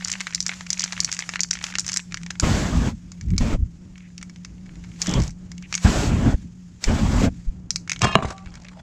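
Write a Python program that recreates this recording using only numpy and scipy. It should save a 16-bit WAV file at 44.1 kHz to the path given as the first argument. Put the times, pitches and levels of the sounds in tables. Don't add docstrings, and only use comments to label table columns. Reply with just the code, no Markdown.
import sys
import numpy as np
from scipy import signal
from scipy.io import wavfile
from scipy.ndimage import uniform_filter1d, map_coordinates

SR = 44100
rng = np.random.default_rng(int(sys.argv[2]) if len(sys.argv) > 2 else 0)


def attenuation_scalar(level_db):
    decades = np.asarray(level_db, float) / 20
    return 10 ** decades


def wav_out(sig):
    wavfile.write(sys.argv[1], SR, np.round(np.clip(np.atleast_2d(sig).T, -1, 1) * 32767).astype(np.int16))


N = 388962


def unit(x):
    return x / np.sqrt(np.mean(x ** 2) + 1e-20)


def along(points, hz):
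    f, v = np.transpose(points)
    return np.interp(np.log(hz + 1), np.log(f + 1), v)


def gains(rows):
    t = np.arange(N) / SR
    s, *columns = np.transpose(rows)
    fade = np.clip(np.minimum(t - s[0], s[-1] - t) / 0.01 + 1, 0, 1)
    return fade * attenuation_scalar([np.interp(t, s, column) for column in columns])


def gate(start, end, rise, fall):
    t = np.arange(N) / SR
    return np.clip(np.minimum((t - start) / rise, (end - t) / fall) + 0.5, 0, 1) ** 2


def wobble(rate):
    return map_coordinates(rng.standard_normal(int(N * rate / SR) + 4), [np.arange(N) * rate / SR])


def noise(spectrum, patchy_db, lumpy_db, rate):
    hz, _, z = signal.stft(rng.standard_normal(N + 4096), SR, nperseg=2048)
    field = uniform_filter1d(rng.standard_normal(z.shape), size=16, axis=0)
    field = uniform_filter1d(field, size=2, axis=1)
    colour_db = along(spectrum, hz)[:, None] + patchy_db * unit(field)
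    x = signal.istft(z * attenuation_scalar(colour_db), SR, nperseg=2048)[1]
    return unit(x[:N] * attenuation_scalar(lumpy_db * wobble(rate)))


def rings(modes, count, seconds, scatter_db, detune, attack, soft_db=0):
    hz, db, t60 = np.transpose(modes)[:, None, :, None]
    db = db - np.reshape(soft_db, (-1, 1, 1)) * np.log2(np.maximum(hz / 1000, 1))
    draw = rng.standard_normal((count, len(modes), 3))
    t = np.arange(int(seconds * SR)) / SR
    phase = 2 * np.pi * hz * (1 + detune * draw[..., 1:2]) * t + 2 * draw[..., 2:]
    x = np.sum(attenuation_scalar(db + scatter_db * draw[..., :1] - 60 * t / t60) * np.sin(phase), axis=1)
    x = x * (1 - np.exp(-t / attack))
    return x / np.max(np.abs(x), axis=1, keepdims=True)


def place(times, sounds):
    at = np.round(np.asarray(times) * SR).astype(int)[:, None] + np.arange(sounds.shape[1])
    return np.bincount(at.ravel(), sounds.ravel(), N + SR)[:N]


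# time_s, rumble_db, hum_db
AMBIENT = [(0, -48.5, -42.5), (2, -48, -42), (2.4, -43.5, -38), (3.8, -46, -46.5), (5, -41, -38),
           (6.5, -47, -44), (7.7, -42, -42.5), (8.82, -44.5, -44.5)]
# pitch_hz, relative level_db
RUMBLE_COLOUR = [(12, -57.5), (24, -8), (54, -5.5), (140, -7.5), (300, -19.5), (445, -32.5), (3000, -51.5),
                 (6600, -110)]


def surroundings():
    rumble, hum = gains(AMBIENT)
    pitch_hz = 178 + 5.1 * wobble(12)
    phase = 2 * np.pi * np.cumsum(pitch_hz) / SR
    tone = unit((1 + 0.3 * wobble(17)) * np.sin(phase))
    return rumble * noise(RUMBLE_COLOUR, patchy_db=0.5, lumpy_db=2.5, rate=9.8) + hum * tone


# pitch_hz, decay_s
YARD_DECAY = [(300, 0.42), (3000, 0.13), (12000, 0.27)]


def yard(x):
    hz, t, z = signal.stft(rng.standard_normal(SR // 3), SR, nperseg=128)
    decay = attenuation_scalar(-60 * t / along(YARD_DECAY, hz)[:, None])
    tail = signal.istft(z * decay, SR, nperseg=128)[1]
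    delayed = np.pad(x, (120, 0))
    return signal.fftconvolve(delayed, tail / np.linalg.norm(tail))[:N]


# start_s, end_s, pitch_hz, width_hz, level_db
NARROW_NOISES = [(4.01, 4.09, 2130, 895, -58), (5.044, 5.202, 3200, 500, -37.5),
                 (5.62, 5.671, 2400, 805, -48)]


def narrow_noises():
    total = np.zeros(N)
    for start, end, hz, width, db in NARROW_NOISES:
        count = int((end - start) * SR)
        band = signal.butter(2, [hz - width / 2, hz + width / 2], "band", fs=SR, output="sos")
        burst = unit(signal.sosfilt(band, rng.standard_normal(count)))
        burst = burst * signal.windows.tukey(count, 0.5)
        total += place([start], attenuation_scalar(db) * burst[None])
    return total


# starts_s, ends_s, hiss_db
SPRAYS = [(-.05, 0.31, -51), (0.453, 0.65, -49.5), (0.675, 1.37, -49.5), (1.607, 1.724, -41.5),
          (1.827, 1.96, -44), (5.687, 5.842, -49)]
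# time_s, level_db
FIZZ = [(0, -52.5), (1.98, -64), (2.04, -57.5), (3.15, -60.5), (3.6, -64), (4.6, -62.5), (4.98, -55),
        (5.35, -63), (6.4, -56.5), (6.5, -63.5), (7.45, -58.5), (7.6, -68.5), (8.82, -66.5)]
# pitch_hz, relative level_db
SPRAY_COLOUR = [(300, -58), (500, -9), (1870, -2), (3980, -6), (7100, 0), (8700, -16.5), (12300, -27),
                (16000, -45)]


def spray():
    starts, ends, db = np.transpose(SPRAYS)[:, :, None]
    stretches = np.sum(attenuation_scalar(db) * gate(starts, ends, rise=0.085, fall=0.03), axis=0)
    flow = gains(FIZZ)[0] + stretches * attenuation_scalar(1.0 * wobble(7.2))
    return flow * noise(SPRAY_COLOUR, patchy_db=1.3, lumpy_db=1.5, rate=110)


# start_s, end_s, starting level_db, fading_db_per_s
SCRAPES = [(8.009, 8.166, -22, 65), (8.17, 8.214, -41, 64), (8.218, 8.331, -30.5, 34),
           (8.3, 8.907, -52, -1)]
# pitch_hz, relative level_db
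RUB_COLOUR = [(35, -16), (60, 9), (390, -16.5), (670, -7.5), (2300, -17.5), (7400, -25), (12000, -55),
              (16000, -81)]


def scrape():
    edge_s = 0.011
    start, end, db, fading = np.transpose(SCRAPES)[:, :, None]
    since = np.clip(np.arange(N) / SR - start, 0, 1)
    drag = np.sum(attenuation_scalar(db - fading * since) * gate(start, end, edge_s, edge_s), axis=0)
    return drag * noise(RUB_COLOUR, patchy_db=3.0, lumpy_db=4.5, rate=110)


# time_s, thud peak_db, ring peak_db before roughening, softness_db_per_octave above 1 kHz
LANDINGS = [(8.018, -7.5, -15, -8), (8.035, -10.5, -34, 8.5), (8.053, -4.5, -17.5, 10.5),
            (8.07, -13, -36, -3), (8.092, -20, -29, 6), (8.118, -25, -20.5, -1), (8.1538, 3, -56, -1.5),
            (8.188, -13, -60, 7.5), (8.225, -15, -58, 14), (8.247, -13.5, -62, 13)]
# pitch_hz, relative level_db, time to fall 60 dB decay_s
TABLE = [(149, 1, 0.04), (204, -2, 0.061), (395, -3.5, 0.026), (660, -4, 0.04), (780, -32, 0.99),
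         (1060, 6.5, 0.013), (1160, -34, 0.94), (1250, 8, 0.0076), (1720, 5.5, .007), (2290, 10, 0.0042),
         (2780, 1.5, 0.011), (3940, -9, 0.013), (6930, -14, 0.0074)]
# pitch_hz, relative level_db, time to fall 60 dB decay_s
CAN = [(662, -10, .17), (1066, -2, .15), (1222, -2, .6), (1726, -6, .4), (2182, -9, .2), (2519, -5, .3),
       (2781, -2, .5), (3212, -6, .35), (3752, -5, .15), (4172, -14, .18), (4360, -9, .11), (5055, -14, .2),
       (5324, -14, .15), (6401, -15, .15)]


def landing():
    ring_stop_s = 8.152
    boom_s, boom_db = 8.026, -13.5
    s, peak_db, ring_db, soft_db = np.transpose(LANDINGS)
    thud = rings(TABLE, len(s), seconds=0.29, scatter_db=0.5, detune=0.0112, attack=0.00057, soft_db=soft_db)
    thud = place(s, attenuation_scalar(peak_db)[:, None] * thud)
    ring = rings(CAN, len(s), seconds=0.2, scatter_db=2.5, detune=0.004, attack=0.006)
    ring = place(s, attenuation_scalar(ring_db)[:, None] * ring)
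    ring = ring * attenuation_scalar(2.5 * wobble(130))
    stop = attenuation_scalar(-60 * np.clip(np.arange(N) / SR - ring_stop_s, 0, None) / 0.01)
    boom = rings([(122, 0, 0.086)], 1, seconds=0.15, scatter_db=0, detune=0, attack=0.0037)
    return thud + stop * ring + place([boom_s], attenuation_scalar(boom_db) * boom)


# valve_opens_s, pressure_shifts_s, valve_shuts_s, first hiss_db, later hiss_db
JETS = [(2.415, 2.666, 2.918, -32, -39.5), (3.388, 3.565, 3.56, -40, -46), (4.989, 5.17, 5.29, -39.5, -43),
        (5.821, 6.084, 6.345, -30.5, -42), (6.814, 7.183, 7.275, -38, -33)]


def jet_flow():
    valve_s, shift_s = 0.046, 0.039
    t = np.arange(N) / SR
    opens, shift, shuts, first_db, later_db = np.transpose(JETS)[:, :, None]
    shifted = (1 + np.tanh((t - shift) / shift_s)) / 2
    pressed_db = first_db + (later_db - first_db) * shifted
    return np.sum(attenuation_scalar(pressed_db) * gate(opens, shuts, valve_s, valve_s), axis=0)


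# pitch_hz, relative level_db
JET_COLOUR = [(1470, -3.5), (2500, -4.5), (6860, -3), (7830, -4), (8660, -19), (12600, -26), (16000, -36)]


def jet_hiss(jet):
    return jet * noise(JET_COLOUR, patchy_db=0.8, lumpy_db=0.8, rate=90)


# centre_s, peak_db, half_length_s (negative for a suck)
THUDS = [(2.438, -10, 0.0022), (2.888, -15, 0.0012), (3.418, -8, 0.004), (3.545, -13.5, 0.0065),
         (3.632, -12, -0.0031), (5.094, -12.5, .0013), (5.851, -7, .0015), (6.348, -10.5, 0.0036),
         (6.882, -12, 0.006), (7.486, -14.5, -0.006), (8.47, -30, -0.0032)]


def thuds():
    half = 2000
    s, peak_db, width = np.transpose(THUDS)[:, :, None]
    u = (np.arange(2 * half) - half) / SR / width
    whump = -attenuation_scalar(peak_db) * u * np.exp((1 - u ** 2) / 2)
    return place(s[:, 0] - half / SR, whump)


# peak_s, roar_db, growing_s, sinking_s
FLARES = [(3.265, -23, 0.015, 0.073), (3.349, -11.5, 0.034, 0.025), (3.61, -25.5, 0.064, 0.038),
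          (5.19, -13.5, 0.031, 0.041), (6.379, -29.5, 0.018, 0.036)]
# pitch_hz, relative level_db
BILLOW_COLOUR = [(15, -29), (35, 4), (70, 0.5), (170, -7.5), (400, -33.5), (650, -74)]


def flares():
    t = np.arange(N) / SR
    peak, db, grow, sink = np.transpose(FLARES)[:, :, None]
    level = attenuation_scalar(db) * np.exp(-np.abs(t - peak) / np.where(t < peak, grow, sink))
    return level.sum(axis=0) * noise(BILLOW_COLOUR, patchy_db=2.0, lumpy_db=-1.0, rate=30)


# lights_s, swell_peak_s, dies_s, steady roar_db, swell_db over the roar
FLAMES = [(2.427, 2.861, 2.895, -22, 0), (3.406, 3.545, 3.563, -28.5, 6), (5.076, 5.185, 5.215, -31, 11),
          (5.848, 6.264, 6.352, -22, 8.5), (6.875, 7.25, 7.292, -20.5, 7)]
# pitch_hz, relative level_db
ROAR_COLOUR = [(15, -27), (25, -6), (50, 9), (115, 0.5), (240, 0), (320, -19), (600, -100)]
SWELL_COLOUR = [(30, -12), (100, 0), (260, -3), (340, -12), (720, -21.5), (850, -32), (1500, -75)]
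RUSH_COLOUR = [(120, -15.5), (280, -3.5), (420, -10.5), (700, -11.5), (1050, -14.5), (3500, -27),
               (6000, -99)]


def flames(jet):
    catch_s = 0.012
    flash_db, flash_s = 4.5, 0.055
    build_s, ebb_s = 0.035, 0.046
    die_db, die_s = -10.5, 0.083
    rush_db, rush_flash_db, roar_share = -1, 6, 0.44
    t = np.arange(N) / SR
    lit, top, out, db, swell_db = np.transpose(FLAMES)[:, :, None]
    flash = np.exp(-np.abs(t - lit) / flash_s)
    burning = attenuation_scalar(db + flash_db * flash) * gate(lit, out, catch_s, catch_s)
    swell = np.exp(-np.abs(t - top) / np.where(t < top, build_s, ebb_s))
    surge = np.sum(burning * attenuation_scalar(swell_db) * swell, axis=0)
    embers = attenuation_scalar(db + die_db) * np.exp(-np.clip(t - out, 0, 9) / die_s) * (t > lit)
    roar = np.sum(burning + embers, axis=0)
    blend = (roar + surge) ** roar_share * jet ** (1 - roar_share)
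    rush = attenuation_scalar(rush_db + rush_flash_db * flash.sum(axis=0)) * blend
    low = roar * noise(ROAR_COLOUR, patchy_db=1.5, lumpy_db=2.7, rate=30)
    low = low + surge * noise(SWELL_COLOUR, patchy_db=2.5, lumpy_db=-0.5, rate=48)
    return low + rush * noise(RUSH_COLOUR, patchy_db=2.5, lumpy_db=1.06, rate=58)


def snaps(spectrum, times, peak_db, t60, attack, shift):
    modes = 24
    draw = rng.random((len(times), modes, 2))
    low, high = spectrum[0][0], spectrum[-1][0]
    hz = low + (high - low) * (np.arange(modes)[:, None] + draw[..., :1]) / modes
    spot = np.exp(shift * rng.standard_normal((len(times), 1, 1)))
    t = np.arange(int(t60 * SR)) / SR
    x = np.sum(attenuation_scalar(along(spectrum, hz * spot)) * np.sin(2 * np.pi * (hz * t + draw[..., 1:])), axis=1)
    x = x * attenuation_scalar(-60 * t / t60) * (1 - np.exp(-t / attack)) ** 2
    return place(times, attenuation_scalar(peak_db)[:, None] * x / np.max(np.abs(x), axis=1, keepdims=True))


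# pitch_hz, relative level_db
WALL_HIGH = [(2400, -18.5), (3500, -14.5), (4700, 1), (5800, 4.5), (7400, 0.5), (8600, -18.5),
             (11000, -28.5), (15500, -44)]
WALL_LOW = [(600, -28.5), (1100, -8.5), (1800, 1), (2280, 4), (2900, -4.5), (4500, -9)]


def ball(times, tick_db, knock_db):
    swap_s, full_db, empty_db = 2.35, -26, -15
    note = rings([(2230, 0, 0.05)], len(times), seconds=0.06, scatter_db=0, detune=0.02, attack=0.0012)
    note_db = knock_db + np.where(times < swap_s, full_db, empty_db)
    hollow = place(times, attenuation_scalar(note_db)[:, None] * note)
    tick = snaps(WALL_HIGH, times, tick_db, t60=0.013, attack=0.00016, shift=0.031)
    knock = snaps(WALL_LOW, times, knock_db, t60=0.014, attack=0.00012, shift=0.14)
    return tick + knock + hollow


# start_s, end_s, contacts_per_s, middle tick peak_db
ROLLING = [(0, 2, 65, -43), (2.11, 2.38, 35, -40), (3.95, 4.98, 24, -56), (8.2, 8.8, 40, -52)]


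def rolling():
    spread_db = 28
    total = 0
    for start, end, rate, db in ROLLING:
        draw = rng.random((int(rate * (end - start)), 3))
        tick_db, knock_db = db + spread_db * (draw[:, 1:].T - 0.5)
        total = total + ball(start + (end - start) * draw[:, 0], tick_db, knock_db + 5.0)
    return total


# time_s, bright tick peak_db, dull knock peak_db
RATTLE = [(0.027, -40, -28), (0.0973, -33, -21), (0.326, -41, -26), (0.379, -37.5, -30), (.778, -24, -44),
          (0.878, -31, -26), (.931, -24, -19.5), (1.2393, -44, -31), (1.5898, -29, -26), (1.725, -38, -25),
          (1.812, -39, -35), (1.846, -29, -32), (0.048, -9, -48), (0.0757, -20, -29.5), (.083, -14.5, -26),
          (0.1016, -17, -58), (0.155, -46, -20.5), (.4272, -19, -47), (.482, -17, -50), (0.609, -24.5, -23),
          (0.666, -30, -28), (0.8322, -29, -16.5), (0.117, -10.5, -24), (0.1285, -15.5, -26),
          (0.1377, -25, -18), (0.2062, -18, -16), (0.2107, -18.5, -17.5), (0.2698, -24, -14.5),
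          (0.3485, -5, -29), (.405, -6.5, -33), (.465, -8, -20), (.494, -21.5, -10), (0.517, -39, -19.5),
          (0.7044, -6, -24), (.7306, -9.5, -29), (0.7957, -8.5, -29), (0.8069, -11.5, -24), (.82, -15, -25),
          (.84, -6.5, -19.5), (0.9239, -15.5, -19.5), (.978, -29.5, -19), (1.004, -4.5, -25),
          (1.035, -21, -47), (1.0472, -5, -24), (1.078, -36, -25), (1.117, -15, -25), (1.127, -10, -21),
          (1.139, -22, -36), (1.147, -19, -38), (1.1677, -27, -24), (1.1912, -8.5, -19.5),
          (1.2057, -27, -21.5), (1.224, -34, -20), (1.2919, -15, -16.5), (1.338, -28, -15.5),
          (1.3584, -21, -12.5), (1.3942, -26, -18.5), (1.4063, -3.5, -32), (1.434, -6.5, -26),
          (1.5087, -16, -28), (1.5112, -4.5, -20), (1.532, -17, -21), (1.537, -15, -38), (1.5538, -26, -20),
          (1.572, -35, -24.5), (1.6408, -13.5, -15), (1.667, -21.5, -22), (1.7032, -40, -28),
          (1.7544, -18, -14), (1.7856, -7.5, -18.5), (1.796, -6.5, -34), (1.8658, -14, -28),
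          (1.8798, -14, -29), (1.89, -13.5, -34), (1.896, -19, -19), (1.9192, -14, -27),
          (1.932, -14.5, -29), (1.941, -13, -28), (1.963, -13, -20), (1.972, -6, -21), (1.994, -36, -23.5),
          (2.1233, -25, -22.5), (2.144, -16, -19), (2.1728, -26, -22), (2.2639, -26.5, -28),
          (2.307, -18.5, -19), (2.399, -7.5, -19), (3.119, -26.5, -39), (3.212, -28, -33),
          (3.286, -43, -44), (3.305, -33.5, -34.5), (3.337, -46, -35.5), (3.365, -37, -38),
          (3.381, -8.5, -23), (3.981, -38.5, -42), (4.18, -25.5, -32.5), (4.2138, -36, -39.5),
          (4.2284, -25.5, -28), (4.2973, -35, -39), (4.361, -42, -36.5), (4.4492, -24.5, -32),
          (4.84, -42.5, -33.5), (5.018, -6.5, -25.5), (5.024, -11, -30), (5.0613, -21, -24),
          (5.07, -14.5, -22.5), (5.094, -19, -31), (5.1128, -19, -36), (5.139, -14, -27),
          (5.202, -22.5, -28), (5.2195, -23, -31), (5.224, -26, -35), (5.237, -23.5, -33),
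          (5.279, -25, -56), (5.2943, -34, -39), (5.307, -32.5, -48), (5.317, -43, -56), (5.5176, -27, -34),
          (5.5805, -34, -37.5), (5.6253, -34, -37), (5.727, -13.5, -17), (5.7418, -12, -15),
          (5.7527, -6.5, -22), (5.7786, -20, -20.5), (6.8413, -8, -16.5), (7.7063, -7, -29),
          (7.76, -8, -22.5), (7.877, -31, -27), (7.8967, -13, -14.5), (7.9182, -11, -13.5),
          (7.932, -22, -27), (7.9624, -31, -23.5), (7.993, -27, -35), (8.286, -33, -40), (8.0194, -8, -42),
          (8.306, -26.5, -31), (8.3807, -36, -35), (8.46, -40, -35), (8.541, -37, -39), (8.555, -33, -33),
          (8.6856, -36, -31)]


def rattle():
    s, tick_db, knock_db = np.transpose(RATTLE)
    s = s - 0.0008
    x = ball(s, tick_db, knock_db)
    for wait_s in (0.0015, 0.006):
        draw = rng.random((len(s), 2))
        loss_db = -10.5 - 8 * draw[:, 1]
        x += ball(s + wait_s * (0.65 + draw[:, 0]), tick_db + loss_db, knock_db + loss_db)
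    return x


def scene():
    hits = rattle() + landing() + scrape()
    jet = jet_flow()
    fire = flames(jet) + flares() + thuds() + jet_hiss(jet)
    quiet = spray() + rolling() + narrow_noises()
    return (hits + attenuation_scalar(-15.5) * yard(hits) + quiet + fire + surroundings())[None]


def top_cut(x):
    return signal.sosfilt(signal.butter(12, 16480, fs=SR, output="sos"), x)


def record(dry):
    top = 0.93
    mix = dry / (1 + np.abs(dry / top) ** 6) ** (1 / 6)
    return top_cut(mix)


dry = scene()
out = record(dry)
wav_out(out)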